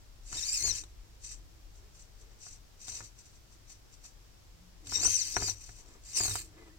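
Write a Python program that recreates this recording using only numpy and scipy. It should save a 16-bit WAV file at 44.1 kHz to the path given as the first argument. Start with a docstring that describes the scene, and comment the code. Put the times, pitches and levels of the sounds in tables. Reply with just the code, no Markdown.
"""Toy crawler on a hollow rock course

A tiny toy climbs rocks on a table-top board close to a phone with two unlike microphone ports. Meshing teeth
give a whine that glides with pinion speed and a noise rattle, both coloured by resonances of a plastic case.
Impulses ring the chassis and boom the board, shaped noise makes the tyre scuffs and a last soft breath-like
rustle, wavering sines make faint hums, and noise shaped over frequency makes the hush and rumble of a quiet
room."""
import sys
import numpy as np
from scipy import signal
from scipy.fft import rfft, irfft, next_fast_len
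from scipy.io import wavfile
from scipy.ndimage import uniform_filter1d

SR = 44100
rng = np.random.default_rng(int(sys.argv[2]) if len(sys.argv) > 2 else 0)


def transcribe(signal):
    """Save signal, clipped to [-1, 1], as a 16-bit WAV file at the path in sys.argv[1]."""
    frames = np.atleast_2d(signal).T
    limited = np.clip(frames, -1, 1)
    pcm = np.round(limited * 32767).astype(np.int16)
    wavfile.write(sys.argv[1], SR, pcm)


def gain_from_db(level_db):
    """Turn a decibel level (scalar or array-like) into a linear amplitude factor."""
    decades = np.asarray(level_db, float) / 20
    return 10 ** decades


N = 298998  # length in samples

# Levels of sources are relative: the case, the echoes and the ports still alter them.
# Three climbs under full throttle: (time [s], tooth rate of the pinion [Hz], gear rattle level [dB])
CLIMBS = [
    [(.2, 595, -85), (.266, 802, -50), (.335, 1360, -39), (.382, 1953, -35), (.414, 1591, -36.5),
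     (.463, 2284, -35), (.495, 2440, -32.5), (.515, 2348, -37.5), (.533, 2640, -34), (.553, 2620, -33),
     (.58, 2200, -34), (.605, 2053, -36), (.65, 2271, -33.5), (.687, 2126, -32), (.705, 2010, -31.5),
     (.72, 1814, -38), (.774, 1340, -34.5), (.815, 1000, -44), (.85, 698, -66), (.92, 510, -69)],
    [(4.8, 600, -96), (4.862, 1099, -47.5), (4.93, 1852, -35), (4.96, 1921, -30.5), (4.985, 1800, -35),
     (5.028, 2297, -30.5), (5.054, 2916, -27), (5.08, 3116, -29.5), (5.115, 3240, -28), (5.15, 3090, -32.5),
     (5.207, 2143, -33), (5.239, 1630, -36.5), (5.265, 1460, -34.5), (5.35, 1802, -38.5), (5.4, 2265, -40),
     (5.435, 2474, -34.5), (5.47, 2375, -34), (5.503, 1900, -33), (5.538, 1387, -47.5), (5.6, 700, -58)],
    [(6.01, 621, -73), (6.052, 1005, -47.5), (6.12, 2638, -42.5), (6.145, 3008, -39.5), (6.175, 2842, -25),
     (6.206, 2237, -29.5), (6.225, 2396, -32), (6.257, 2132, -31.5), (6.3, 2000, -32), (6.39, 1390, -34.5),
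     (6.5, 603, -63)],
]
# Short nudges at creeping speed: (start of full level [s], hold [s], gear rattle level [dB])
NUDGES = [(1.244, 0.084, -44), (1.76, 0.014, -61.5), (1.955, .005, -55.5), (2.005, 0.01, -53.5),
          (2.2, 0.013, -59.5), (2.318, .001, -67), (2.42, 0.12, -49), (2.82, .05, -45.5), (2.89, .1, -40),
          (3.03, .03, -47.5), (3.19, 0.0022, -50.5), (3.256, .003, -54.5), (3.3, .005, -61.5),
          (3.346, 0.0033, -57.5), (3.52, 0.012, -59), (3.702, 0.021, -49), (3.932, 0.0025, -53.5),
          (4.052, .01, -46.5), (5.61, 0.068, -48), (5.7, 0.069, -52.5), (5.8, 0.0022, -49),
          (5.865, 0.08, -59.5)]
NUDGE_RISE_DB_S, NUDGE_FALL_DB_S = 550, 374
CREEP_HZ = 452.2  # mean tooth rate outside the climbs
TEETH, WHEEL_TEETH = 11, 37  # pinion, and the wheel it drives
# First five multiples of the tooth rate: (relative level [dB])
WHINE_ORDERS_DB = [-3, 4.5, 5, -5, -16]
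# Whine over rattle in each climb, before its fades: (level [dB])
CLIMB_WHINE_DB = [-6, -9, -10]
# the whine stands out of the rattle once the pinion is fast
WHINE_FULL_HZ, WHINE_DB_PER_KHZ, WHINE_DRIFT_DB = 1800, 29, 1.5
# under a light load it fades, as the climb's rattle drops below this level
WHINE_LOADED_DB, WHINE_DB_PER_DB = -40, 4
RADIATES_HZ = 2300
TOOTH_PUFF = 0.3  # depth of the rattle's puff at each tooth
OWN_RATTLE = 0.66  # power share of the rattle that each port hears from another face of the case
# Resonances of the gear case: (frequency [Hz], width [Hz], gain [dB])
CASE_MODES = [(2090, 170, 2.5), (2570, 340, 4), (4767, 243, 9.5), (6730, 270, 7), (7450, 140, 6),
              (9320, 470, 5)]
CAN_HZ, CAN_WIDTH_HZ = 5870, 190
HOLLOW_HZ, HOLLOW_WIDTH_HZ, HOLLOW_DB = 3450, 1100, -8
# Gains as the toy tilts: (time [s], motor can's note [dB], top treble [dB])
FACING = [(0.2, 12.5, -6), (.6, 17.5, 11), (1.3, 16.5, -22), (3.001, 16.5, 4), (5, 16, 5), (5.5, 18.5, 7),
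          (6.1, 11.5, 1.5), (6.252, 6.5, 11), (6.5, 9, 9)]

# Chassis on rock and bark: (time [s], knock peak [dB], boom of the board [dB], sharp tick [dB])
KNOCKS = [(0.327, -37, -49, -46.5), (0.624, -70, -45, -56), (0.656, -46, -51, -48),
          (0.679, -40, -40.5, -42), (0.836, -50.5, -56, -51), (2.465, -49, -59.5, -70),
          (2.881, -44.5, -52, -47), (3.005, -41.5, -48, -55), (3.7, -58, -79, -72), (4.05, -55.5, -81, -61),
          (4.869, -51.5, -50, -48), (4.922, -33.5, -46.5, -68), (4.984, -46, -44, -56),
          (5.03, -35, -49, -54), (5.052, -30.5, -49, -59), (5.074, -38, -42, -63),
          (5.366, -19.5, -38.5, -40), (5.422, -29.5, -37, -54), (5.483, -39.5, -52, -60),
          (5.691, -43, -52.5, -62), (6.172, -62, -62, -65), (6.204, -31.5, -41.5, -51),
          (6.234, -42, -53, -36), (6.254, -35, -73, -51), (6.28, -36.5, -38, -45), (6.309, -38, -41, -47),
          (6.354, -35.5, -59, -38)]
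SCATTER_DB = 2  # spread of each mode's level from knock to knock
# Modes of the chassis: (frequency [Hz], relative level [dB], decay by 60 dB [s])
CHASSIS_MODES = [(408, -16, 0.19), (787, 7, 0.012), (1016, 5, 0.007), (1423, 5.5, 0.011),
                 (1900, -8, 0.0047)]
# Modes of the hollow board: (frequency [Hz], relative level [dB], decay by 60 dB [s])
BOARD_MODES = [(60.84, -2.5, 0.79), (78.5, -5, 0.46), (100.3, 4, 0.38), (156, -5, 0.26), (310, 2.5, 0.042)]
# Weight shifting on the board keeps it humming: (start of full level [s], hold [s], level [dB])
STIRS = [(.68, .08, -60), (1.34, 0.023, -63), (4.85, 0.094, -76), (5.03, 0.14, -59), (6.38, 0.067, -55)]
STIR_REST_DB, STIR_RISE_DB_S, STIR_FALL_DB_S = -71.5, 73, 29

# Tyres and belly drag on the rocks; the last swell is a soft breath-like rustle: (start of full level [s], hold
# [s], level [dB])
SCUFFS = [(.356, 0.0084, -51.5), (.63, 0.08, -53), (1.79, .08, -70.5), (2.2, 0.045, -69), (2.318, .01, -65),
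          (2.9, .12, -60.5), (4.84, 0.059, -65), (4.96, 0.0078, -53), (5.0, 0.077, -48.5),
          (5.38, 0.053, -45.5), (5.49, 0.021, -55), (5.8, 0.0056, -60.5), (5.87, 0.1, -61.5),
          (6.204, 0.0061, -42.5), (6.25, 0.061, -52), (6.36, .03, -55), (6.56, 0.12, -58.5)]
SCUFF_RISE_DB_S, SCUFF_FALL_DB_S = 341, 261
# Spectrum of a scuff: (frequency [Hz], relative level [dB])
SCUFF_COLOUR = [(80, -1.5), (250, 9), (400, 11.5), (1000, 0.5), (2500, -15.5), (5000, -31.5)]

# Faint wavering hums: (start of full level [s], hold [s], level [dB], mean pitch [Hz])
HUMS = [(1.783, 0.061, -66, 395), (2.194, 0.1, -72, 405), (4.55, 0.13, -59, 169), (4.846, 0.072, -59, 290),
        (6.553, 0.17, -61, 315), (6.563, 0.05, -69, 400), (6.59, 0.13, -77, 1860)]
HUM_RISE_DB_S, HUM_FALL_DB_S = 300, 150
HUM_WAVER = 0.06  # spread of pitch, as a share

# Room hush: (frequency [Hz], left density [dB/Hz], right density [dB/Hz], likeness of the ports [0-1]);
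# below RUMBLE_HZ the densities give only the shape
HUSH = [(19, -75, -79, 1), (41, -59.5, -67, 0.8), (72.4, -84, -72.5, 1), (103.4, -77.5, -86, 0.84),
        (148, -89.5, -94, 0.19), (230, -94.5, -95.5, 0.13), (500, -96.5, -99, 0), (1040, -101, -102, 0),
        (2000, -104, -105, 0), (4000, -104, -104, 0), (5400, -100, -104, 0), (7560, -109, -104, 0),
        (9550, -114, -113, 0.06), (15500, -114, -113, 0.26)]
# Lowest hush: (time [s], rms level over both ports before its drift [dB])
RUMBLE = [(0, -53.5), (.2, -49.5), (1.6, -54.5), (2.4, -55), (2.9, -59.5), (4.2, -58.5), (5.5, -55.5),
          (6.78, -57.5)]
RUMBLE_HZ, RUMBLE_DRIFT_DB = 81.5, 0.5

# Response of each port towards the toy: (frequency [Hz], left gain [dB], right gain [dB])
PORTS = [(30.2, -7, -11), (1026, -2, -4.5), (3240, 11.5, 10.5), (3880, 16.5, -3.5), (4230, 18, 10.5),
         (4460, 14.5, 8.5), (6000, 17.5, -5), (6680, 18, 8), (7420, 10.5, 20), (8500, 6, 19.5),
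         (8930, -18, 12.5), (10100, -24, -1.5), (13700, -6.5, 0.5), (15600, -21, -5)]
ECHO_T60_S, ECHO_DB = 0.05, -2  # close echoes; energy against the straight sound


def unit(x):
    """Normalisation to rms 1."""
    return x / np.sqrt(np.mean(x ** 2))


def walk(rate):
    """Low-passed noise: smooth chance that changes about rate times a second, spread 1."""
    k = max(int(SR / rate), 1)
    return unit(uniform_filter1d(uniform_filter1d(rng.standard_normal(N), k), k))


def play(tables, column, rest):
    """Piecewise-linear control: one column of a list of bursts over time, rest between them."""
    t = np.arange(N) / SR
    out = np.full(N, float(rest))
    for rows in map(np.array, tables):
        on = (t >= rows[0, 0]) & (t <= rows[-1, 0])
        out[on] = np.interp(t[on], rows[:, 0], rows[:, column])
    return uniform_filter1d(out, size=350)


def swells(rows, rise, fall):
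    """Exponential envelopes: gain that rises and falls at set dB per second around a held level."""
    t = np.arange(N) / SR
    power = 0
    for s, hold, db in rows:
        before, after = np.clip(s - t, 0, None), np.clip(t - s - hold, 0, None)
        power = power + gain_from_db(db - rise * before - fall * after) ** 2
    return np.sqrt(power)


def over_hz(hz, value, size):
    """Interpolation on a log-frequency axis for an rfft of that size."""
    return np.interp(np.log(np.fft.rfftfreq(size, 1 / SR) + 1), np.log(hz), value)


def colour(x, hz, db):
    """Minimum-phase filter of that gain: the cepstrum of its log is folded to be causal."""
    cep = irfft(over_hz(hz, db, size=2048) * np.log(10) / 20)
    cep[1:1024] *= 2
    cep[1025:] = 0
    return signal.fftconvolve(x, irfft(np.exp(rfft(cep))))[:N]


def ring(x, hz, t60):
    """Damped mode: a unit impulse gives a decaying sine of peak about 1."""
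    r = np.exp(-np.log(1000) / (t60 * SR))
    w = 2 * np.pi * hz / SR
    return signal.lfilter([0, np.sin(w)], [1, -2 * r * np.cos(w), r * r], x)


def resonance(x, hz, width):
    """Band-pass response of one resonance, gain 1 at its peak."""
    return signal.lfilter(*signal.iirpeak(hz, hz / width, SR), x)


def highpass(x, order, hz):
    """Butterworth high-pass filter."""
    return signal.sosfilt(signal.butter(order, hz, "high", fs=SR, output="sos"), x)


def gear_whine(turn):
    """Harmonic excitation: multiples of the tooth rate, each wavering in level."""
    whine = 0
    for k, db in enumerate(WHINE_ORDERS_DB, start=1):
        whine = whine + gain_from_db(db + 2.5 * walk(110)) * np.sin(k * turn)
    # so small a case sends out little of a low whine
    return unit(highpass(whine, 3, RADIATES_HZ))


def gear_rattle(turn):
    """Amplitude-modulated noise: a rattle that puffs at each tooth, partly shared by the two ports."""
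    both, *own = rng.standard_normal((3, N))
    noise = np.sqrt(1 - OWN_RATTLE) * both + np.sqrt(OWN_RATTLE) * np.array(own)
    return unit(noise * (1 + TOOTH_PUFF * np.cos(turn)) * gain_from_db(1.3 * walk(260)))


def gear_case(drive):
    """Resonant radiation: case and motor can favour their own modes, and the top treble follows the tilt."""
    s, *gains_db = np.transpose(FACING)
    ring_db, top_db = (np.interp(np.arange(N) / SR, s, db) for db in gains_db)
    case = drive + (gain_from_db(top_db) - 1) * highpass(drive, 2, 9000)
    # the motor can rings on one note
    case = case + (gain_from_db(ring_db) - 1) * resonance(drive, CAN_HZ, CAN_WIDTH_HZ)
    for hz, width, db in CASE_MODES:
        case = case + (gain_from_db(db) - 1) * resonance(drive, hz, width)
    # the walls cancel each other in one band
    return case + (gain_from_db(HOLLOW_DB) - 1) * resonance(case, HOLLOW_HZ, HOLLOW_WIDTH_HZ)


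def gearbox():
    """Gear meshing: teeth meet at the tooth rate and drive the case with whine and rattle."""
    hz = uniform_filter1d(play(CLIMBS, column=1, rest=CREEP_HZ), size=700)
    climb_db = play(CLIMBS, column=2, rest=-100)
    climb = np.searchsorted([rows[-1][0] for rows in CLIMBS[:-1]], np.arange(N) / SR)
    whine_db = np.array(CLIMB_WHINE_DB)[climb] + WHINE_DRIFT_DB * walk(22.73)
    whine_db = whine_db - WHINE_DB_PER_KHZ * np.clip(WHINE_FULL_HZ - hz, 0, None) / 1000
    whine_db = whine_db - WHINE_DB_PER_DB * np.clip(WHINE_LOADED_DB - climb_db, 0, None)
    turn = 2 * np.pi * np.cumsum(hz * (1 + 0.01 * walk(300))) / SR  # tooth phase [rad]
    # the pinion runs off centre, so every shaft turn swells once; the driven wheel adds a slower swing
    wobble = (1 + 0.5 * np.sin(turn / TEETH)) * (1 + 0.3 * np.sin(turn / WHEEL_TEETH))
    drive = gear_rattle(turn) * np.sqrt(wobble) + wobble * gear_whine(turn) * gain_from_db(whine_db)
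    throttle = np.hypot(gain_from_db(climb_db), swells(NUDGES, NUDGE_RISE_DB_S, NUDGE_FALL_DB_S))
    return gain_from_db(-18.5) * gear_case(drive) * throttle


def knocks():
    """Impact excitation: a short burst of contact strikes chassis modes unevenly and shakes the board softly."""
    out, tail = np.zeros(N), np.arange(600)
    chance = rng.standard_normal((len(KNOCKS), len(tail) + len(CHASSIS_MODES)))
    grain, scatter = chance[:, :len(tail)], SCATTER_DB * chance[:, len(tail):]
    s, peak_db, boom_db, tick_db = np.transpose(KNOCKS)
    at = ((s + 0.00099) * SR).astype(int)  # the blow peaks a moment after first touch
    contact = 0.07 * np.exp(-tail / (0.004 * SR)) * grain
    contact[:, 0] = 1
    for k, (hz, db, t60) in enumerate(CHASSIS_MODES):
        blows = np.zeros(N)
        for i, row, gain in zip(at, contact, gain_from_db(peak_db + db - 7.0 + scatter[:, k])):
            blows[i:i + len(tail)] += gain * row
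        # plastic on stone gives way for a fraction of a millisecond
        out += ring(uniform_filter1d(blows, size=9), hz, t60)
    # a hard edge on stone gives a wide click of a few milliseconds
    click = np.exp(-tail / (0.0025 * SR))
    for i, row, gain in zip(at, grain, gain_from_db(tick_db)):
        out[i:i + len(tail)] += gain * click * row
    push = np.zeros(N)
    push[at] = gain_from_db(boom_db)
    soft = signal.windows.hann(250)
    push = signal.fftconvolve(push, soft / soft.sum())[:N]
    return out + gain_from_db(5.0) * board(push)


def tyres_and_rustle():
    """Friction noise: rubber lugs scuff over stone in uneven grains; the last swell is a soft breath-like
    rustle."""
    grains = rng.standard_normal(N) * gain_from_db(2.0 * walk(117))
    return unit(colour(grains, *np.transpose(SCUFF_COLOUR))) * swells(SCUFFS, SCUFF_RISE_DB_S, SCUFF_FALL_DB_S)


def board(push):
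    """Modal superposition: the hollow board under the rocks answers a push with all its modes."""
    return sum(gain_from_db(db) * ring(push, hz, t60) for hz, db, t60 in BOARD_MODES)


def stir():
    """Random excitation: a soft uneven push on the board as the load moves."""
    # too brief to move the deepest modes
    push = highpass(rng.standard_normal(N), 2, 140)
    return unit(board(push)) * np.hypot(gain_from_db(STIR_REST_DB), swells(STIRS, STIR_RISE_DB_S, STIR_FALL_DB_S))


def hum():
    """Frequency modulation: soft sines, unsteady in pitch and level."""
    turn = 2 * np.pi * np.cumsum(1 + HUM_WAVER * walk(30.3)) / SR  # phase of a tone of mean 1 Hz
    out = np.zeros(N)
    for *row, hz in HUMS:
        tone = np.sqrt(2) * np.sin(hz * turn) * gain_from_db(0.83 * walk(40))
        out += tone * swells([row], HUM_RISE_DB_S, HUM_FALL_DB_S)
    return out


def hush():
    """Partly coherent noise: room air and microphone hiss, with bass alike at both ports that swells slowly."""
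    hz, left_db, right_db, like = np.transpose(HUSH)
    size = next_fast_len(N)
    like = np.clip(over_hz(hz, like, size), 0, 1)
    both, left, right = rfft(rng.standard_normal((3, size)))
    out = []
    for own, db in ((left, left_db), (right, right_db)):
        mixed = np.sqrt(like) * both + np.sqrt(1 - like) * own
        out.append(irfft(mixed * gain_from_db(over_hz(hz, db, size)), size)[:N])
    out = np.array(out) * np.sqrt(SR / 2)
    low = signal.sosfiltfilt(signal.butter(4, RUMBLE_HZ, fs=SR, output="sos"), out)
    s, db = np.transpose(RUMBLE)
    rumble_db = np.interp(np.arange(N) / SR, s, db) + RUMBLE_DRIFT_DB * walk(10.5)
    return out - low + low / np.std(low) * gain_from_db(rumble_db)


def scene():
    """Superposition of paths: the toy reaches each port straight and by close echoes off rocks and backdrop."""
    toy = gearbox() + tyres_and_rustle() + knocks() + stir() + hum()
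    t = np.arange(int(0.15 * SR)) / SR
    hz, *port_db = np.transpose(PORTS)
    heard = []
    # the straight sound comes five samples later at the left port
    for lag, sound, db in zip((5, 0), toy, port_db):
        echo = rng.standard_normal(len(t)) * np.exp(-np.log(1000) * t / ECHO_T60_S) * (t > 0.0008)
        # long waves bend round the rocks and leave little echo pattern
        echo = highpass(echo, 1, 900)
        path = gain_from_db(ECHO_DB) * echo / np.sqrt(np.sum(echo ** 2))
        path[lag] += 1
        heard.append(colour(signal.fftconvolve(sound, path)[:N], hz, db))
    return np.array(heard) + hush()


def top_cut(x):
    """Nothing passes above the cut-off."""
    return signal.sosfilt(signal.butter(12, 15860, fs=SR, output="sos"), x)


def record(dry):
    """Output stage: the finished mix as the phone delivers it."""
    return top_cut(dry)


dry = scene()
out = record(dry)
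transcribe(out)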